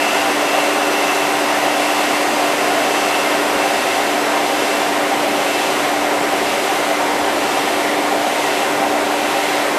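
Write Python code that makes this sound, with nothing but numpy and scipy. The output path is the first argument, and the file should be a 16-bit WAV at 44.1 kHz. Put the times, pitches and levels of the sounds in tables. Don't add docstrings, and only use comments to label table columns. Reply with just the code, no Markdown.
import sys
import numpy as np
from scipy import signal
from scipy.fft import rfft, irfft, next_fast_len
from scipy.io import wavfile
from scipy.ndimage import uniform_filter1d, map_coordinates

SR = 44100
rng = np.random.default_rng(int(sys.argv[2]) if len(sys.argv) > 2 else 0)


def wrap_up_sound(samples):
    columns = np.atleast_2d(samples).T
    tamed = np.clip(columns, -1, 1)
    steps = np.round(tamed * 32767).astype(np.int16)
    wavfile.write(sys.argv[1], SR, steps)


N = 431298


def airflow(near_db, aim_db, split_hz=984):
    # (frequency [Hz], relative level [dB])
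    spectrum = [(25, -62), (50, -40), (100, -26.5), (175, -20), (215, -10.5), (340, -9), (520, -8),
                (720, -2.5), (860, -5.5), (1200, -10.5), (1700, -10.5), (2350, -12.5), (2800, -18.5),
                (8000, -55)]
    body = filtered(turbulence(spectrum, flicker_db=.46), housing)
    roar = filtered(body, lambda hz: 1 / (1 + (hz / split_hz) ** 10))
    rasp = body - roar
    roar_db = -19.5 + .11 * near_db - .2 * aim_db
    rasp_db = -23 + .34 * near_db
    return amp(roar_db) * steadied(roar) + amp(rasp_db) * unit(rasp)


def housing(hz):
    # (frequency [Hz], width [Hz], gain [dB])
    modes = [(151.5, 23, 9), (204, 11, 2), (266, 12, 4), (342, 14.4, 7), (387.4, 47, 8.5), (426, 15, 5),
             (473, 24, 3.5), (553, 33, 9), (600, 32, 4.5), (671, 26, 5), (722, 26, 6), (786, 30, 6.8),
             (925, 22, 2), (936, 38, 5.5), (1016, 36, 4.5), (1078, 20, 7), (1176, 25, 6), (1258, 25, 5),
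             (1327, 36, 4), (1390, 42, 4), (1458, 28, 5), (1560, 36, 3), (1776, 36, 3), (1894, 29, 5.5),
             (2090, 290, 5), (2990, 50, 2), (3130, 60, 3), (3440, 40, 6), (3640, 36, 3)]
    return amp(sum(db * bell(hz, centre, width, power=2) for centre, width, db in modes))


def shifting_timbre(air):
    # (time [s], duration [s], gain [dB])
    surges = [(.58, 0.11, 3.5), (1.7, 0.17, 2.8), (2.38, .14, 2), (2.78, 0.27, 2), (3.63, .11, 2.5),
              (4.4, .16, 1.5), (5.3, .14, 1.5), (6.15, 0.15, 1), (8.17, 0.21, 1.8), (8.9, 0.19, 2.8)]
    # (time [s], gain [dB])
    nasal = [(0, 0.5), (2.8, 0), (5.85, 0), (6.2, 0), (6.65, -0.2), (7.15, 0.5), (7.47, -2), (7.88, 2),
             (8.17, -2), (8.32, 1), (8.75, 0), (9.12, -3.2), (9.42, 2), (9.78, 0)]
    # (time [s], gain [dB])
    low_mid = [(0, -2.2), (.45, -1.2), (.9, .8), (1.3, -1.8), (1.9, -1.8), (2.6, 0), (7, .3), (9.78, 0)]
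    # (time [s], gain [dB])
    bass = [(0, -3), (1.6, -2), (2.6, 0.5), (4.2, -2), (4.9, 0.5), (9.78, 0)]
    air = lifted(air, humps(surges), centre_hz=650, width_hz=290)
    air = lifted(air, curve(nasal), centre_hz=2000, width_hz=440)
    air = lifted(air, curve(low_mid), centre_hz=420, width_hz=190)
    return lifted(air, curve(bass), centre_hz=90, width_hz=230)


def jet(near_db, aim_db):
    # (frequency [Hz], relative level [dB])
    hiss_spectrum = [(200, -32), (1500, -3.5), (3200, -0.5), (4400, -2.5), (5000, -1.6), (5500, -2.5),
                     (6000, -2.5), (6600, -4.5), (8000, -3.5), (8900, -6.5), (9600, -6.5), (10600, -8.5),
                     (13200, -10.5), (14400, -21.5)]
    # (frequency [Hz], relative level [dB])
    whoosh_spectrum = [(1500, -30), (2350, -5.5), (2700, 1), (3000, 1), (3500, -3), (4200, -2.5),
                       (5200, -23), (8000, -38)]
    hiss = turbulence(hiss_spectrum, flicker_db=.55)
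    whoosh = unit(filtered(turbulence(whoosh_spectrum, flicker_db=.55), housing))
    hiss_db = -27 + .83 * near_db + .99 * aim_db
    whoosh_db = -32 + .26 * near_db + 1.64 * aim_db
    return amp(hiss_db) * hiss + amp(whoosh_db) * whoosh


def nozzle_resonance(near_db, aim_db):
    # (frequency [Hz], width [Hz], relative level [dB])
    modes = [(4300, 150, -4), (4940, 280, 0.5), (5980, 380, -0.5)]
    response = lambda hz: sum(amp(db) * bell(hz, centre, width) for centre, width, db in modes)
    ringing = unit(filtered(rng.standard_normal(N), response))
    return amp(-41.5 + 3.9 * near_db + 3.5 * aim_db) * ringing


def close_rush(near_db):
    # (frequency [Hz], relative level [dB])
    spectrum = [(700, -40), (950, -1), (1100, -0.5), (1300, -2.5), (1700, -13), (3000, -60)]
    return amp(-30.5 + 6.4 * near_db) * turbulence(spectrum, flicker_db=.5)


def dulled(air):
    # (time [s], duration [s], gain [dB])
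    dips = [(6.17, .2, -.6), (7.22, .28, -2), (8.1, .3, -1.6), (8.92, .2, -1)]
    return lifted(air, humps(dips), centre_hz=2800, width_hz=460)


def fan(aim_db, shade_db):
    # (time [s], rotation rate [Hz])
    speed = [(0, 295.2), (.6, 295.8), (1.1, 295.3), (1.4, 296.4), (2.4, 296.3), (3.5, 295.1), (5, 294.7),
             (6.6, 295.5), (8, 295.1)]
    # (time [s], whirr level [dB])
    turning = [(0, -27.5), (.5, -30.5), (1.2, -31), (1.55, -32.5), (2.3, -34), (3.1, -32), (5, -39),
               (7.3, -41.5), (8.4, -42), (9, -36), (9.78, -46)]
    # (frequency [Hz], relative level [dB])
    whirr_spectrum = [(1500, -50), (2380, -14), (2560, -0.5), (2710, 5), (2860, 1.5), (3100, -31),
                      (3420, -5), (3750, -21), (5000, -45)]
    # (harmonic number, level [dB], directivity [dB/dB], share of shading, flutter [dB])
    tones = [(1, -28.2, 0, 1, 0.35), (8, -43.3, -.25, .4, 1.8), (9, -42, 1.25, 0, .9), (16, -58, .3, 0, 2),
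             (17, -58, .3, 0, 2), (40, -56, 0, 0, 2)]
    turn_db = curve(turning)
    beam_db = turn_db - turn_db.mean() + 4.2 * aim_db
    shaft_hz = curve(speed) + .073 * wobble(10)
    angle = 2 * np.pi * np.cumsum(shaft_hz) / SR
    sound = amp(turn_db + 2.4 * aim_db) * turbulence(whirr_spectrum, flicker_db=.3)
    for harmonic, db, beamed, shaded, flutter_db in tones:
        level = amp(db + beamed * beam_db - shaded * shade_db + flutter_db * wobble(11))
        sound += level * np.sqrt(2) * np.sin(harmonic * angle + rng.uniform(0, 2 * np.pi))
    return sound


def mains_hum(hz=100, level_db=-60):
    return amp(level_db) * np.sqrt(2) * np.sin(2 * np.pi * hz * np.arange(N) / SR)


def table_reflection(direct, near_db, delay_s=.00064):
    echo = map_coordinates(direct, [np.arange(N) - delay_s * SR])
    return direct + .06 * amp(4 * near_db) * echo


def room(x):
    # (delay [s], gain [ratio])
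    echoes = [(.00771, .09), (.01014, .07)]
    return filtered(x, lambda hz: 1 + sum(gain * np.exp(-2j * np.pi * hz * s) for s, gain in echoes))


def draught(puff_db=3, puff_hz=9):
    # (time [s], level [dB])
    strength = [(0, -59.5), (2.7, -59), (3.6, -57.5), (5.8, -57.5), (7, -54), (8.2, -57), (9.75, -56.5)]
    # (time [s], duration [s], gain [dB])
    lulls = [(.5, .25, -10), (3.3, .35, -9), (4.22, .22, -15), (5.12, .25, -12), (6.18, .22, -12),
             (7.92, .15, -7), (9.5, .15, -13)]
    # (frequency [Hz], relative level [dB])
    spectrum = [(20, -13), (35, -5), (50, -3), (80, 14), (100, 1), (130, 3), (300, -35), (1000, -80)]
    level_db = curve(strength) + humps(lulls) + puff_db * wobble(puff_hz)
    return amp(level_db) * turbulence(spectrum, flicker_db=1)


def turbulence(spectrum, flicker_db):
    bands = signal.stft(rng.standard_normal(N), nperseg=1024)[2]
    flicker = uniform_filter1d(rng.standard_normal(bands.shape), size=10, axis=0)
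    flicker = uniform_filter1d(flicker, size=16, axis=1)
    air = signal.istft(bands * amp(flicker_db * unit(flicker)))[1][:N]
    knots_hz, db = np.transpose(spectrum)
    return unit(filtered(air, lambda hz: amp(np.interp(np.log(hz + 1), np.log(knots_hz + 1), db))))


def steadied(x, span_s=.16):
    power = uniform_filter1d(unit(x) ** 2, round(span_s * SR))
    return unit(x / np.sqrt(np.abs(power)))


def lifted(x, gain_db, centre_hz, width_hz):
    band = filtered(x, lambda hz: bell(hz, centre_hz, width_hz))
    return x + (amp(gain_db) - 1) * band


def filtered(x, response):
    size = next_fast_len(N + SR // 2)
    return irfft(rfft(x, size) * response(np.fft.rfftfreq(size, 1 / SR)), size)[..., :N]


def bell(hz, centre, width, power=4):
    return 1 / (1 + ((hz - centre) / (width / 2)) ** power)


def humps(rows, steepness=2.5):
    t = np.arange(N) / SR
    return sum(db * np.exp(-np.abs((t - s) / (length / 2)) ** steepness) for s, length, db in rows)


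def curve(rows):
    return np.interp(np.arange(N) / SR, *np.transpose(rows))


def wobble(rate):
    return map_coordinates(rng.standard_normal(int(N * rate / SR) + 4), [np.arange(N) * rate / SR])


def amp(db):
    return 10 ** (np.asarray(db) / 20)


def unit(x):
    return x / np.sqrt(np.mean(x ** 2) + 1e-20)


def scene():
    # (time [s], nearness [dB])
    nearness = [(0, .2), (1.5, -.3), (2.6, .1), (3.5, -.5), (4.3, -1.2), (6.1, -2.4), (8, -2.3), (9, -2.9),
                (9.78, -2.7)]
    # (time [s], duration [s], aim [dB], hum shading [dB])
    passes = [(.05, .3, .3, 2), (.55, .25, .45, 0), (1.13, 0.38, .7, .5), (2.0, 0.45, .9, -.5),
              (3.08, 0.5, 0.7, 3), (3.85, 0.38, 1.05, 4), (4.66, 0.42, 1.4, 1.5), (5.61, 0.54, 2.0, 3.5),
              (6.62, 0.54, 1.8, 4.5), (7.59, .5, 1.6, 3.5), (8.5, 0.42, 1.8, 3.4), (8.95, .25, -.3, -1.4),
              (9.45, 0.45, 2.2, 2.2)]
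    near_db = curve(nearness)
    aim_db = humps((s, length, aim) for s, length, aim, _ in passes)
    shade_db = humps((s, length, shade) for s, length, _, shade in passes)
    roar = shifting_timbre(airflow(near_db, aim_db))
    hiss = table_reflection(jet(near_db, aim_db), near_db) + nozzle_resonance(near_db, aim_db)
    air = dulled(roar + hiss + close_rush(near_db))
    sound = room(air + fan(aim_db, shade_db) + mains_hum()) + draught()
    return np.array([sound, sound])


def record(dry, cutoff_hz=14450):
    return filtered(dry, lambda hz: hz < cutoff_hz)


dry = scene()
out = record(dry)
wrap_up_sound(out)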